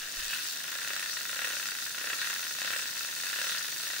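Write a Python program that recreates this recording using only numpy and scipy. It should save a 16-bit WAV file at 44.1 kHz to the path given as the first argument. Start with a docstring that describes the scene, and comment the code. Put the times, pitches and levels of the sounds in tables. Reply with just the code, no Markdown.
"""A bicycle chain is cranked backwards through a hand-held plastic chain cleaner in a garage. Links knock on
the housing throughout, faster and harder on each push of the crank, and wake the hollow fluid bath; loose
rollers rattle between knocks, wet brushes fizz and bubbles ping. At the start a brighter clatter also sounds
and the microphone is softly bumped. Now and then a link snags, and after the first second the brushes squish as
they pick up more fluid."""
import sys
import numpy as np
from scipy import signal
from scipy.fft import rfft, irfft
from scipy.io import wavfile
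from scipy.ndimage import uniform_filter1d

SR = 44100
rng = np.random.default_rng(int(sys.argv[2]) if len(sys.argv) > 2 else 0)


def master(y):
    """Save y as 16-bit WAV."""
    cut = np.clip(np.atleast_2d(y).T, -1, 1)
    pcm = np.round(cut * 32767)  # scale
    wavfile.write(sys.argv[1], SR, pcm.astype(np.int16))


N = 176400
TIME = np.arange(N) / SR
HZ = np.fft.rfftfreq(N, 1 / SR)

# Levels and gains in the tables are relative, each within its own layer.
# spectrum of the garage's background noise: frequency_hz, gain_db
AIR_SPECTRUM = [(20, -4.5), (50, -8.5), (100, -4.5), (160, 3), (220, 0), (290, 1.5), (420, -1), (700, 0),
                (1200, -15), (4000, -12.5)]
# left-right coherence of that noise: frequency_hz, correlation
AIR_COHERENCE = [(30, 0.49), (100, 0.74), (300, 0.85), (1000, 0.92)]
# soft bumps on the microphone: centre_s, half_width_s, level_db
MIC_BUMPS = [(.04, 0.026, -54), (.187, 0.01, -45), (.228, 0.0065, -50), (0.273, 0.015, -50)]
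# reflections from the wheel and frame: delay_s, left_gain, right_gain
BIKE_ECHOES = [(.0012, 0.028, 0.15), (.003, -0.21, .5), (.0043, 0.056, 0.14), (.0096, 0.11, 0.16)]
# reverberation time of the garage: frequency_hz, t60_s
GARAGE_DECAY = [(200, 0.59), (1500, 0.49), (5000, 0.22), (15000, 0.034)]
# brushes squishing through fluid: centre_s, half_width_s, level_db, pitch_hz, half_width_octaves
SQUISHES = [(1.106, 0.022, -39.5, 4700, 0.19), (1.14, 0.022, -39, 5700, 0.11),
            (2.215, 0.027, -38, 4000, .2), (2.29, .05, -46, 6900, 0.58), (2.678, 0.034, -38.5, 4250, .35),
            (2.793, 0.012, -41, 5370, 0.1), (2.77, 0.036, -45, 8060, 0.28), (3.445, .05, -42.5, 5700, 0.15),
            (3.49, .03, -45, 8300, 0.35), (3.513, 0.044, -37.5, 3720, 0.19),
            (3.584, .006, -34.5, 4870, 0.23)]
# strength of the scrubbing: time_s, level_db
SCRUB_LEVEL = [(0.0, -42.0), (0.08, -43.5), (0.2, -40.5), (0.48, -39.5), (0.62, -42.0), (0.9, -40.5),
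               (1.02, -40.5), (1.12, -41.0), (1.25, -40.5), (1.62, -40.3), (1.73, -41.8), (1.85, -40.5),
               (1.93, -42.3), (2.05, -41), (2.28, -39), (2.5, -40.7), (2.8, -39.3), (2.93, -41.3),
               (3.02, -39.8), (3.09, -41.5), (3.2, -39.5), (3.5, -38.7), (3.65, -40.2), (3.85, -39.5),
               (4.0, -40)]
# spectrum of the scrubbing: frequency_hz, gain_db
SCRUB_SPECTRUM = [(300, -50), (1000, -16), (2200, -11), (3100, -8.5), (3700, -1), (4900, -3), (6200, -2),
                  (7700, -6.5), (9500, -8.5), (11700, -12.5), (13100, -11), (14500, -12), (15150, -10),
                  (15600, 1), (16000, -27)]
# faint resonances of the steel links: pitch_hz, width_hz, boost_db
STEEL_PEAKS = [(3670, 130, 2.5), (4450, 120, 3.5), (6030, 190, 1.5), (8270, 190, 3), (9360, 150, 4),
               (13100, 260, 5.5), (14100, 140, 2.5)]
# level of a brighter clatter at the start: time_s, level_db
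OPENING_CLATTER_LEVEL = [(0, -44), (.12, -47.5), (.2, -42), (.28, -44.5), (.335, -40.5), (.4, -46), (.55, -52),
                         (.7, -71)]
# spectrum of that clatter: frequency_hz, gain_db
OPENING_CLATTER_SPECTRUM = [(400, -45), (1200, -14), (1400, -8), (1800, -1), (2200, -17), (2680, -1), (3100, -9.5),
                            (5000, -16), (6300, -49), (7200, -23), (15000, -51)]
# spectrum of the loose rollers: frequency_hz, gain_db
ROLLER_SPECTRUM = [(300, -34.5), (1150, -19), (1380, -10), (1550, -7), (1730, -5), (2050, -13.5),
                   (2400, -16.5), (2680, -8.5), (3100, -12.5), (6000, -49.5)]
# links catching in the cleaner: start_s, level_db
LINK_SNAGS = [(0.330, -7), (0.384, -16), (.906, -15), (2.130, -8), (2.735, -16), (3.904, -11.5)]
# excitation of the fluid bath, swelling with each push of the crank: time_s, level_db
BATH_LEVEL = [(0, -37), (.18, -35), (.37, -45), (.6, -44), (.75, -27.5), (.84, -34), (.9, -25), (1.08, -40),
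              (1.26, -37), (1.37, -25), (1.45, -22.5), (1.54, -27), (1.7, -44), (1.92, -39), (2.02, -25),
              (2.1, -23), (2.25, -36), (2.55, -37), (2.64, -23), (2.75, -23.5), (2.91, -42), (3.1, -32),
              (3.16, -38), (3.41, -24), (3.58, -36), (3.82, -37), (3.92, -26), (4, -28)]
# hollow response of the bath: frequency_hz, gain_db
BATH_SPECTRUM = [(120, -24.5), (290, -6), (420, -17.5), (500, 4), (565, 5), (640, -6), (760, -1),
                 (1000, -17.5), (1500, -25)]
# modes of the bath: pitch_hz, level_db, t60_s
FLUID_MODES = [(490, -27, .075), (560, -26, .085)]
# response of the plastic housing: frequency_hz, gain_db
HOUSING_SPECTRUM = [(300, -35.5), (800, -10), (1180, -8.5), (1350, 3.5), (1480, 9), (1620, -2.5),
                    (1850, 11), (2130, -4), (2370, -4.5), (2650, 5.5), (3050, -11), (3680, -1.5),
                    (4500, -11), (8000, -29), (15000, -15)]
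# modes that ring on after a knock: pitch_hz, level_db, t60_s
HOUSING_MODES = [(1420, -33.5, .06), (1660, -33.5, .06), (1810, -32.5, .06), (2680, -34.5, .05),
                 (3690, -35, .06)]
# chain speed, surging twice per crank turn: time_s, links_per_s
CHAIN_SPEED = [(0.0, 35.06), (0.38, 37.15), (0.435, 27.57), (0.684, 25.25), (0.857, 35.68), (1.032, 30.77),
               (1.246, 22.2), (1.425, 38.19), (1.541, 29.91), (1.628, 35.22), (1.899, 22.47),
               (2.011, 33.35), (2.284, 35.9), (2.512, 22.38), (2.623, 34.19), (2.748, 34.97),
               (2.927, 25.53), (3.125, 25.17), (3.273, 31.74), (3.513, 39.4), (3.66, 24.12), (3.923, 31.17),
               (4.0, 35.19)]
# force of the chain on the housing: time_s, level_db
CHAIN_FORCE = [(0.0, -48), (0.1, -48), (0.33, -43), (0.43, -45.5), (0.57, -42.5), (0.7, -37), (0.85, -38),
               (0.93, -35.5), (1.13, -40), (1.28, -39), (1.43, -34), (1.55, -37.5), (1.7, -37.5),
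               (1.91, -40.5), (2.1, -34), (2.17, -42.5), (2.2, -35), (2.27, -35), (2.38, -38),
               (2.55, -39.5), (2.63, -36), (2.74, -34), (2.82, -37.5), (2.92, -41.5), (3.02, -38),
               (3.15, -39.5), (3.33, -36), (3.47, -35.5), (3.65, -38.5), (3.8, -40.5), (3.9, -36.5),
               (4.0, -42)]
# stiff links that strike harder and loose ones that slip past: time_s, gain_db
LINK_ACCENTS = [(.455, 4), (.49, -4), (.72, -1.5), (1.03, 1.5), (1.17, 3), (1.255, 1.3), (1.295, 2.5),
                (1.36, -2), (1.391, 2), (1.447, 2.5), (1.478, -3), (1.865, 2.5), (1.908, -4), (2.16, -7),
                (2.618, 2), (2.97, 2.5), (3.126, -2), (3.33, 1.3), (3.36, -2.5), (3.417, 2.5)]

USUAL_LINKS_PER_S, BAND_LIMIT_HZ = 31, 15760
BRUSH_PAN_DB, FLICKER_DB, SPRAY_WET_DB = 1.3, 1.95, 0.5
HOUSING_PAN_DB, HOUSING_WET_DB = 1.95, -9


def amp(db):
    """Amplitude ratio of a level in decibels."""
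    return 10 ** (np.asarray(db) / 20)


def unit(x):
    """Normalisation to an rms of one."""
    return x / np.sqrt(np.mean(x ** 2) + 1e-20)


def curve(points, t=TIME):
    """Linear interpolation in time."""
    return np.interp(t, *np.transpose(points))


def at_hz(points, hz):
    """Interpolation on a logarithmic frequency axis."""
    f, value = np.transpose(points)
    return np.interp(np.log(hz + 1), np.log(f), value)


def add(mix, start_s, sound):
    """Superposition of a sound on the mix."""
    part = mix[max(round(start_s * SR), 0):][:len(sound)]
    part += sound[:len(part)]


def pan(db):
    """Left and right gains for an interchannel level difference."""
    return amp(np.array([[db], [-db]]) / 2)


def from_left(x):
    """Path difference: the housing's sound is louder and one sample earlier on the left."""
    return pan(HOUSING_PAN_DB) * np.array([x[0], np.pad(x[1], (1, 0))[:N]])


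def wander(rate_hz):
    """Random modulation: low-passed noise of unit rms."""
    return unit(irfft(rfft(rng.standard_normal(N)) / (1 + (HZ / rate_hz) ** 4), N))


def patches(shape, bins, frames):
    """Random modulation correlated over neighbouring frequencies and times."""
    across_hz = uniform_filter1d(rng.standard_normal(shape), bins, axis=0)
    return unit(uniform_filter1d(across_hz, frames, axis=1))


def links_passed():
    """Chain travel in links, the integral of its speed."""
    return np.cumsum(curve(CHAIN_SPEED)) / SR


def clicks(usual_per_s, scatter_db):
    """A Poisson train of uneven impulses, its rate proportional to chain speed."""
    fires = rng.random(N) < usual_per_s / SR * curve(CHAIN_SPEED) / USUAL_LINKS_PER_S
    strength = amp(scatter_db * np.minimum(rng.exponential(1, N), 4))
    return rng.choice([-1, 1], N) * strength * fires


def impulse_response(spectrum, dispersion_s=.0006, fastest_hz=5000, size=2048):
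    """Dispersion in a struck body: low bending waves arrive later than high ones."""
    hz = np.fft.fftfreq(size, 1 / SR)
    log_gain = np.log(amp(at_hz(spectrum, abs(hz))))
    minimum_phase = np.exp(np.conj(signal.hilbert(log_gain)))
    low_hz = np.minimum(abs(hz), fastest_hz)
    lag_cycles = np.sign(hz) * dispersion_s * (2 * np.sqrt(low_hz * fastest_hz) - low_hz)
    blow = np.fft.ifft(minimum_phase * np.exp(-2j * np.pi * lag_cycles)).real[:size // 2]
    return blow / np.linalg.norm(blow)


def ringing(modes, rise_s=.002, detune=.022):
    """Damped free vibration: modes swell and decay, detuned at each blow as the fluid sloshes."""
    t = np.arange(3072) / SR
    hz, db, t60 = np.transpose(modes)[:, :, None]
    cycles = hz * (1 + detune * rng.standard_normal(hz.shape)) * t + rng.random(hz.shape)
    partials = amp(db - 60 * t / t60) * np.sin(2 * np.pi * cycles)
    return np.minimum(t / rise_s, 1) * partials.sum(0)


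def garage(x, wet_db, rise_s=.0014):
    """Room response in stereo: direct sound, early reflections and an exponential diffuse tail."""
    hz, t, noise = signal.stft(rng.standard_normal((2, SR // 2)), SR, nperseg=256)
    decay = amp(-60 * t / at_hz(GARAGE_DECAY, hz)[:, None])
    tail = signal.istft(noise * decay, SR, nperseg=256)[1]
    tail *= np.minimum(np.arange(tail.shape[1]) / SR / rise_s, 1)
    response = amp(wet_db) * tail / np.linalg.norm(tail[0])
    response[:, 0] += 1
    for delay_s, left, right in BIKE_ECHOES:
        response[:, round(delay_s * SR)] += [left, right]
    return signal.fftconvolve(x[None], response, axes=1)[:, :N]


def background(level_db=-56.5):
    """Partly coherent noise: the low, steady sound of the garage."""
    left, independent = rfft(rng.standard_normal((2, N)))
    coherence = at_hz(AIR_COHERENCE, HZ)
    right = coherence * left + np.sqrt(1 - coherence ** 2) * independent
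    air = irfft(np.array([left, right]) * amp(at_hz(AIR_SPECTRUM, HZ)), N)
    return amp(level_db) * unit(air)


def bumps():
    """Each soft bump on the microphone is one slow pressure swing, the derivative of a Gaussian."""
    out = np.zeros(N)
    for centre_s, half_width_s, db in MIC_BUMPS:
        offset = (TIME - centre_s) / half_width_s
        out += amp(db) * 2 * offset * np.exp(-offset ** 2)
    return out


def bubbles(per_s=45, low_hz=3800, high_hz=10500, decay_cycles=70, rise_per_s=.8):
    """Bubbles in the churned fluid ping as damped oscillators, each rising from its own pitch."""
    t, out, count = np.arange(2400) / SR, np.zeros(N), round(per_s * N / SR)
    for (when, pitch), db in zip(rng.random((count, 2)), rng.normal(-49, 2.5, count)):
        hz = low_hz * (high_hz / low_hz) ** pitch
        cycles = hz * t * (1 + rise_per_s * t / 2)
        ping = np.sin(2 * np.pi * cycles) * np.exp(-t * hz / decay_cycles)
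        add(out, when * N / SR, amp(db) * ping)
    return garage(out, SPRAY_WET_DB)


def squishes():
    """Bursts of band-limited noise sound as the brushes pick up more fluid."""
    spray = rfft(rng.standard_normal((2, N)) * amp(FLICKER_DB * wander(rate_hz=410)))
    out = np.zeros((2, N))
    for centre_s, half_width_s, db, hz, octaves in SQUISHES:
        band = 1 / (1 + (np.log2((HZ + 1) / hz) / octaves) ** 4)
        envelope = amp(db) * np.exp(-((TIME - centre_s) / half_width_s) ** 2)
        out += envelope * unit(irfft(spray * band, N))
    return pan(BRUSH_PAN_DB) * out


def bristles(usual_per_s=900, pitches=24, decay_cycles=1.8):
    """Bristles flick off the wet links in heavily damped oscillations of many pitches."""
    t, out = np.arange(256) / SR, np.zeros(N)
    for hz in np.geomspace(2500, 15000, pitches):
        flick = np.sin(2 * np.pi * hz * t) * np.exp(-t * hz / decay_cycles) * hz
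        out += signal.oaconvolve(clicks(usual_per_s / pitches, scatter_db=2.8), flick)[:N]
    return unit(garage(out, SPRAY_WET_DB))


def brushes(gain_db=3.5, bristle_db=-12.5, patch_db=1.08, slosh_db=.5, beats_per_link=2.96, beat_db=1.9):
    """Friction noise of wet brushes, pulsing a few times per link and coloured by the steel's modes."""
    noise = signal.stft(rng.standard_normal((2, N)), SR, nperseg=256)[2]
    shift_db = patch_db * patches(noise.shape[1:], bins=9, frames=5)
    shift_db += slosh_db * patches(noise.shape[1:], bins=4, frames=22)
    hiss = signal.istft(noise * amp(shift_db), SR, nperseg=256)[1][:, :N]
    beat = np.cos(2 * np.pi * beats_per_link * links_passed() + .5 * wander(rate_hz=1.1))
    hiss = unit(hiss * amp(beat_db * beat + FLICKER_DB * wander(rate_hz=500)))
    steel_db = sum(db / (1 + (2 * (HZ - hz) / width) ** 2) for hz, width, db in STEEL_PEAKS)
    colour = amp(at_hz(SCRUB_SPECTRUM, HZ) + steel_db) * (HZ < BAND_LIMIT_HZ)
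    fizz = irfft(rfft(hiss + amp(bristle_db) * bristles()) * colour, N)
    return pan(BRUSH_PAN_DB) * amp(curve(SCRUB_LEVEL) + gain_db) * unit(fizz)


def chatter(spectrum, envelope=1):
    """Shot noise: dense random impacts excite a resonant body in the garage."""
    taps = clicks(usual_per_s=800, scatter_db=4) * envelope
    vibration = signal.oaconvolve(taps, impulse_response(spectrum))[:N]
    return unit(garage(vibration, wet_db=-7))


def opening_clatter():
    """At the start, dense random impacts excite brighter resonances than the rollers do, fading out by 0.7 s."""
    return pan(HOUSING_PAN_DB) * amp(curve(OPENING_CLATTER_LEVEL)) * chatter(OPENING_CLATTER_SPECTRUM)


def roller_rattle(gain_db=-6, fade_db_per_link=3):
    """Loose rollers strike the housing in proportion to the chain's force, settling after each knock."""
    settling = amp(-fade_db_per_link * (links_passed() % 1))
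    return from_left(amp(curve(CHAIN_FORCE) + gain_db) * chatter(ROLLER_SPECTRUM, settling))


def snags(length_s=.009):
    """A catching link drives the housing's resonances with a brief, fading random force."""
    out, blow = np.zeros(N), impulse_response(HOUSING_SPECTRUM)
    fade = np.linspace(1, 0, round(length_s * SR))
    for start_s, db in LINK_SNAGS:
        clatter = np.convolve(fade * rng.standard_normal(len(fade)), blow)
        add(out, start_s, amp(db) * clatter / np.linalg.norm(clatter))
    return from_left(garage(out, HOUSING_WET_DB))


def link_knocks(gain_db=25.3, scatter_db=.4, accent_reach_s=.012, rebound_s=.01, rebound_db=-17):
    """Impact excitation: each link knocks on the housing, rebounds and sounds the bath."""
    tails, bath = np.zeros((3, N)), np.zeros(N)
    blow = impulse_response(HOUSING_SPECTRUM)
    thud = impulse_response(BATH_SPECTRUM, dispersion_s=0)
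    for start_s in np.flatnonzero(np.diff(np.floor(links_passed()))) / SR:
        accent_db = sum(db for at_s, db in LINK_ACCENTS if abs(at_s - start_s) < accent_reach_s)
        uneven_db = accent_db + scatter_db * rng.standard_normal()
        force = amp(curve(CHAIN_FORCE, start_s) + gain_db + uneven_db)
        feed = tails[rng.integers(3)]  # one of three random room tails, so repeats do not ring alike
        add(feed, start_s, force * blow)
        add(feed, start_s, force * ringing(HOUSING_MODES))
        for late, size in zip(rng.random(3), rng.standard_normal(3)):
            add(feed, start_s + late * rebound_s, size * amp(rebound_db) * force * blow)
        push = amp(curve(BATH_LEVEL, start_s) + uneven_db / 2)
        add(bath, start_s, push * thud)
        add(bath, start_s, push * ringing(FLUID_MODES))
    housing = sum(garage(feed, HOUSING_WET_DB) for feed in tails)
    return from_left(housing) + garage(bath, wet_db=-12)


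def scene():
    """Superposition of the chain's impacts, the wet scrubbing and the background."""
    impacts = link_knocks() + snags() + roller_rattle() + opening_clatter()
    return impacts + brushes() + squishes() + background() + bumps() + bubbles()


def record(dry):
    """Band limiting by a steep linear-phase low-pass filter."""
    lowpass = signal.firwin(1023, BAND_LIMIT_HZ, window=("kaiser", 9), fs=SR)
    return signal.oaconvolve(dry, lowpass[None], "same")


dry = scene()
out = record(dry)
master(out)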